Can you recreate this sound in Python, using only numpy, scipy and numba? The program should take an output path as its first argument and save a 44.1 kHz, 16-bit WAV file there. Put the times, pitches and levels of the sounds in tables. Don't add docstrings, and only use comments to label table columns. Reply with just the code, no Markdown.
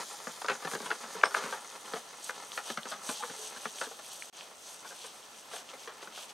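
import sys
import numpy as np
from scipy import signal
from scipy.fft import rfft, irfft, next_fast_len
from scipy.io import wavfile
from scipy.ndimage import uniform_filter1d
from numba import njit

SR = 44100
rng = np.random.default_rng(int(sys.argv[2]) if len(sys.argv) > 2 else 0)


def bounce(signal):
    frames = np.transpose(np.atleast_2d(signal))
    limited = np.clip(frames, -1, 1)
    pcm = np.round(limited * 32767).astype(np.int16)
    wavfile.write(sys.argv[1], SR, pcm)


N = 279153
TIME = np.arange(N) / SR
GAP_START_S, GAP_END_S = 4.2995, 4.327

# pitch in Hz, level in dB, time to fade by 60 dB in seconds.
BOX_MODES = [(167, 2.5, 0.07), (231.4, 2, 0.066), (441.4, 7, 0.062), (525, 8.5, 0.033), (738, 7, 0.021),
             (831, 0.5, 0.14), (955, 4, 0.034), (1184, 10.5, 0.036), (1316, 3, 0.053), (1452, 10.5, 0.032),
             (1616, 11, 0.02), (3144, 8, 0.0066)]


def undb(db):
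    return 10 ** (np.asarray(db) / 20)


def unit(x):
    return x / np.sqrt(np.mean(x ** 2))


def curve(rows):
    s, db = np.transpose(rows)
    return undb(np.interp(TIME, s, db))


def shape(x, points):
    size = next_fast_len(len(x))
    hz, db = np.transpose(points)
    bins_hz = np.fft.rfftfreq(size, 1 / SR)
    gain = undb(np.interp(np.log(bins_hz + 1), np.log(hz), db))
    return irfft(rfft(x, size) * gain, size)[:len(x)]


def filtered(x, order, hz, kind):
    return signal.sosfilt(signal.butter(order, hz, kind, fs=SR, output="sos"), x)


@njit
def notch(x, hz, width, depth):
    y, band, low = np.empty(len(x)), 0., 0.
    for i in range(len(x)):
        g, k = np.tan(np.pi * hz[i] / SR), width / hz[i]
        v = (band + g * (x[i] - low)) / (1 + g * (g + k))
        band = 2 * v - band
        low = low + 2 * g * v
        y[i] = x[i] - depth[i] * k * v
    return y


def walk(rate):
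    k = int(SR / rate)
    steps = np.repeat(rng.standard_normal(N // k + 1), k)
    return unit(uniform_filter1d(uniform_filter1d(steps, k), k)[:N])


def clicks(count, rate, scatter_db):
    when, sign, size = rng.random((3, count))
    heights = undb(-scatter_db * np.log(1.015 - size))
    return (when < rate / SR) * np.sign(sign - .5) * heights


def ring(modes, gains, seconds=.25):
    t = np.arange(int(seconds * SR)) / SR
    return sum(g * undb(db - 60 * t / t60) * np.sin(2 * np.pi * hz * t)
               for (hz, db, t60), g in zip(modes, gains))


def add(out, x, s):
    i = int(s * SR)
    out[i:i + len(x)] += x[:N - i]


def swish():
    # pitch in Hz, gain in dB.
    swish_colour = [(150, -38), (600, -1), (1500, -4), (3150, 2.5), (4500, -0.5), (6200, 3.5), (9000, 0),
                    (12000, -7.5), (15500, -25.5)]
    # time in seconds, pitch in Hz.
    hollow_path = [(0.3, 2700), (2.4, 2220), (4.3, 2120), (4.35, 1950)]
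    out, press = 0, walk(30)
    for hz in 200 * 2 ** np.arange(0, 6.6, .5):
        hiss = rng.standard_normal(N) + unit(clicks(N, rate=900, scatter_db=5.0))
        flicker = undb(press + 2.08 * walk(40))
        out = out + flicker * filtered(hiss, 1, [hz / 1.2, min(hz * 1.2, 20000)], "band")
    hollow_hz = np.interp(TIME, *np.transpose(hollow_path))
    out = notch(unit(shape(out, swish_colour)), hollow_hz, 1320.0, np.full(N, 0.78))
    treble_start_hz = 4340
    body = signal.sosfiltfilt(signal.butter(2, treble_start_hz, fs=SR, output="sos"), out)
    return treading(False) * body + treading(True) * (out - body)


def treading(treble):
    # time in seconds, level in dB.
    tyre_levels = [(0, -46.5), (.45, -47.5), (1.2, -49), (1.8, -51.5), (2.4, -50.5), (2.95, -50),
                   (3.3, -45), (3.6, -49), (3.95, -50.5), (4.34, -52.5), (5.3, -53), (5.95, -56.5),
                   (6.33, -55)]
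    # middle in seconds, peak level in dB,
    # length in seconds, extra treble in dB.
    crunches = [(0.717, -47, 0.085, 6.2), (0.86, -43.5, 0.045, -3), (1.142, -50.5, 0.058, 5),
                (1.392, -45.5, 0.16, 1.7), (1.53, -46.5, 0.097, -3), (1.955, -48, 0.22, -1),
                (2.269, -45, 0.075, 3), (2.56, -48, 0.1, 2.5), (2.692, -39, 0.1, -4),
                (2.904, -45, 0.063, 1), (3.128, -42.5, 0.17, 1.2), (3.437, -40.5, 0.095, -2),
                (3.579, -42, 0.042, -4), (3.653, -41, 0.11, -4.5), (3.813, -40.5, 0.12, -2),
                (4.137, -50, 0.36, 2.3), (4.393, -45, 0.16, -15), (4.707, -50.5, 0.13, 3.5),
                (4.89, -53, 0.072, 4.8), (5.035, -47, 0.2, -4), (5.559, -41.5, 0.095, -3),
                (5.704, -44.5, 0.035, -11), (5.835, -49, 0.11, -2), (6.032, -46.5, 0.045, -7),
                (6.198, -41.5, 0.13, -5), (6.299, -44, 0.034, -6.5)]
    edge = 2.33
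    leaf_treble_db = -1
    t = TIME[::64]
    swell_power = 0
    for s, db, length_s, treble_db in crunches:
        swell = np.exp(-np.abs(2 * (t - s) / length_s) ** edge)
        swell_power = swell_power + (undb(db + treble * treble_db) * swell) ** 2
    tyres = curve(tyre_levels) * undb(treble * leaf_treble_db * (TIME > GAP_START_S))
    return np.sqrt(tyres ** 2 + np.interp(TIME, t, swell_power))


def knocks():
    # start in seconds, level in dB, extra bass from the panels in dB,
    # fading time of the chatter in seconds.
    bumps = [(0.27, -40, 15.5, 0.013), (0.418, -42.5, -27, 0.0038), (0.445, -38.5, -17, 0.016),
             (0.484, -31.5, -24, 0.022), (0.498, -32.5, 4, 0.019), (0.624, -46, -8, 0.023),
             (0.649, -39, 10, 0.007), (0.671, -39, 4, 0.021), (0.714, -44, 1, .012), (0.734, -39, 9, 0.016),
             (0.751, -38.5, 17, 0.011), (0.802, -43.5, 14, 0.051), (0.859, -41.5, 6, 0.023),
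             (0.904, -34.5, -12, 0.023), (1.03, -45.5, 9, 0.035), (1.152, -43.5, 17, 0.016),
             (1.234, -28, -29, 0.019), (1.255, -35.5, -21, 0.011), (1.309, -45, -10, 0.011),
             (1.344, -35.5, -25, 0.035), (1.369, -36.5, -5, 0.024), (1.438, -40, 7, 0.042),
             (1.525, -36.5, -18, 0.024), (1.936, -36, 7, 0.0075), (1.959, -42, 1, 0.019),
             (2.294, -40, 2.5, 0.015), (2.576, -36, -17, 0.013), (2.701, -39, 12, 0.0085),
             (2.774, -37, 11, 0.014), (2.855, -45, 8, 0.0045), (2.916, -39, 3, 0.03),
             (3.09, -36.5, 6.5, 0.016), (3.225, -39, -8, 0.035), (3.298, -46, 18, 0.013),
             (3.562, -48.5, 9, 0.012), (3.655, -39, 15, 0.0068), (3.813, -35.5, -9, 0.016),
             (3.868, -48, 13, 0.009), (3.912, -49, 1, 0.0066), (3.99, -50, -21, 0.012),
             (4.847, -48.5, 3, 0.02), (4.909, -49, -1, 0.021), (5.042, -48.5, -4, 0.027),
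             (5.535, -45.5, -6, 0.056), (5.736, -50, 7, 0.028), (5.875, -43.5, -16, 0.024),
             (6.027, -50.5, 6, 0.012), (6.073, -49.5, 12, 0.0051), (6.176, -50, -9, 0.0086)]
    out, hz = np.zeros(N), np.array(BOX_MODES)[:, 0]
    t = np.arange(4096) / SR
    for s, db, bass_db, chatter_s in bumps:
        rebounds = 0.61 * clicks(len(t), rate=900, scatter_db=2.5) * np.exp(-t / chatter_s)
        blow = signal.lfilter([.45], [1, -.6], rebounds)
        blow[0] = 1.54
        tilt_db = np.interp(np.log(hz), np.log([240, 700]), [bass_db, 0])
        gains = undb(tilt_db + 2 * rng.standard_normal(len(hz))) * rng.choice([-1, 1], len(hz))
        detune = 1 + 0.035 * rng.standard_normal(len(hz))
        hit = signal.fftconvolve(blow, box_ring(gains, detune))
        add(out, undb(db) * hit / np.sqrt(np.mean(hit[:1024] ** 2)), s)
    return out


def box_ring(gains, detune=1):
    hz, db, t60 = np.transpose(BOX_MODES)
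    main = ring(zip(hz * detune, db, t60), gains)
    main = filtered(main, 2, 330, "high")
    t = np.arange(len(main)) / SR
    wash = filtered(rng.standard_normal(len(t)), 3, [420, 1900], "band") * np.exp(-t / 0.0059)
    crack = filtered(rng.standard_normal(len(t)), 2, [1900, 5500], "band") * np.exp(-t / 0.0038)
    return main / np.max(np.abs(main)) + undb(3.5) * wash + undb(-3.0) * crack


def shaking():
    # time in seconds, level in dB.
    shake_levels = [(0, -50.5), (1.4, -48), (1.65, -52.5), (2.6, -54.5), (3.35, -53.5), (4.29, -61.5),
                    (5.2, -59), (5.6, -55.5), (6.33, -59)]
    taps = undb(3.56 * walk(26)) * clicks(N, rate=800, scatter_db=4.0)
    return curve(shake_levels) * unit(signal.fftconvolve(taps, box_ring(np.ones(len(BOX_MODES))))[:N])


def snaps():
    # start in seconds, peak level in dB, pitch in Hz.
    cracks = [(0.463, -30, 5100), (0.488, -19, 1350), (0.507, -38, 3200), (0.914, -17, 1490),
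              (1.214, -31, 2600), (1.237, -6, 1410), (1.258, -23, 4970), (1.3478, -14, 1440),
              (2.244, -27, 8300), (2.296, -22.5, 1540), (2.519, -30, 3550), (2.775, -36, 1060),
              (2.832, -33, 3100), (3.236, -25.5, 1290), (3.6557, -26.5, 1550), (3.786, -33, 2800),
              (4.223, -29, 2200), (4.409, -33.5, 2980), (5.565, -36, 3100), (5.69, -39, 3000)]
    out, t = np.zeros(N), np.arange(512) / SR
    for s, db, hz in cracks:
        splinter = np.exp(-t / 0.00084) * clicks(len(t), rate=hz, scatter_db=4.0)
        splinter[0] = 2
        fibre = t * ring([(hz, 0, 4.9 / hz)], [1], len(t) / SR)
        snap = filtered(np.convolve(splinter, fibre), 4, hz / 2, "high")
        add(out, undb(db) * snap / np.max(np.abs(snap)), s)
    return out


def steel_fitting():
    # pitch in Hz, level in dB, time to fade by 60 dB in seconds.
    steel_modes = [(5339, -36, .22), (8522, -42, .22)]
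    out = np.zeros(N)
    add(out, ring(steel_modes, [1, 1], .4), 1.243)
    return out


def squeaks():
    # middle in seconds, level in dB, length in seconds, pitch in Hz.
    rubs = [(0.138, -47, 0.041, 824), (3.209, -40.5, 0.018, 838), (3.424, -50.5, 0.1, 434)]
    unevenness = undb(3.9 * walk(150))
    out = np.zeros(N)
    for s, db, length_s, hz in rubs:
        swell = np.exp(-(2 * (TIME - s) / length_s) ** 2)
        out += undb(db) * swell * np.sin(2 * np.pi * hz * TIME)
    return unevenness * out


def open_air():
    # pitch in Hz, gain in dB.
    air_colour = [(100, -5), (200, -6), (730, -1), (1800, -11.5), (15500, -34)]
    return undb(-61) * unit(shape(rng.standard_normal(N), air_colour))


def rolling():
    return swish() + shaking() + open_air()


def scene():
    # pitch in Hz, gain in dB.
    side_colour = [(60, -33), (200, -16.5), (1300, -17), (2400, -4.5), (4400, -14), (8000, -12),
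                   (15000, -8)]
    hits = knocks() + steel_fitting() + snaps() + squeaks()
    mid = rolling() + hits
    scatter = rng.standard_normal(2048) * np.exp(-np.arange(2048) / 74.0)
    scattered = signal.fftconvolve(hits, scatter / np.sqrt(np.sum(scatter ** 2)))[:N]
    side = shape(rolling() + undb(-4.0) * scattered, side_colour)
    return np.array([undb(1.7) * mid + side, undb(1.27) * mid - side])


def record(dry):
    # base pitch in Hz, width in Hz, base depth from 0 to 1.
    dips = [(5190, 640, 0.47), (7205, 780, 0.96), (10320, 1530, 0.82), (12700, 1900, 0.64)]
    # time in seconds, pitch factor, depth factor.
    bearing = [(0, 1.1, .45), (.8, 1.05, .7), (2.6, 1, 1), (4.3, 1, 1), (4.4, .99, .72)]
    # pitch in Hz, gain in dB.
    hiss_colour = [(25, -17.5), (1000, -2), (15500, -19.5)]
    s, pitch, share = np.transpose(bearing)
    pitch, share = np.interp(TIME, s, pitch), np.interp(TIME, s, share)
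    out = list(dry)
    for hz, width, depth in dips:
        out = [notch(x, hz * pitch, 1. * width, depth * share) for x in out]
    out = filtered(out, 4, 150, "high")
    out = out + [undb(-59) * unit(shape(rng.standard_normal(N), hiss_colour)) for _ in out]
    back = 1 - 0.5 * np.exp(-np.abs(TIME - GAP_END_S) / 0.026)
    out = out * np.where(TIME < GAP_START_S, 1, np.where(TIME < GAP_END_S, undb(-30), back))
    return signal.sosfilt(signal.ellip(10, .2, 80, 15750, fs=SR, output="sos"), out)


dry = scene()
out = record(dry)
bounce(out)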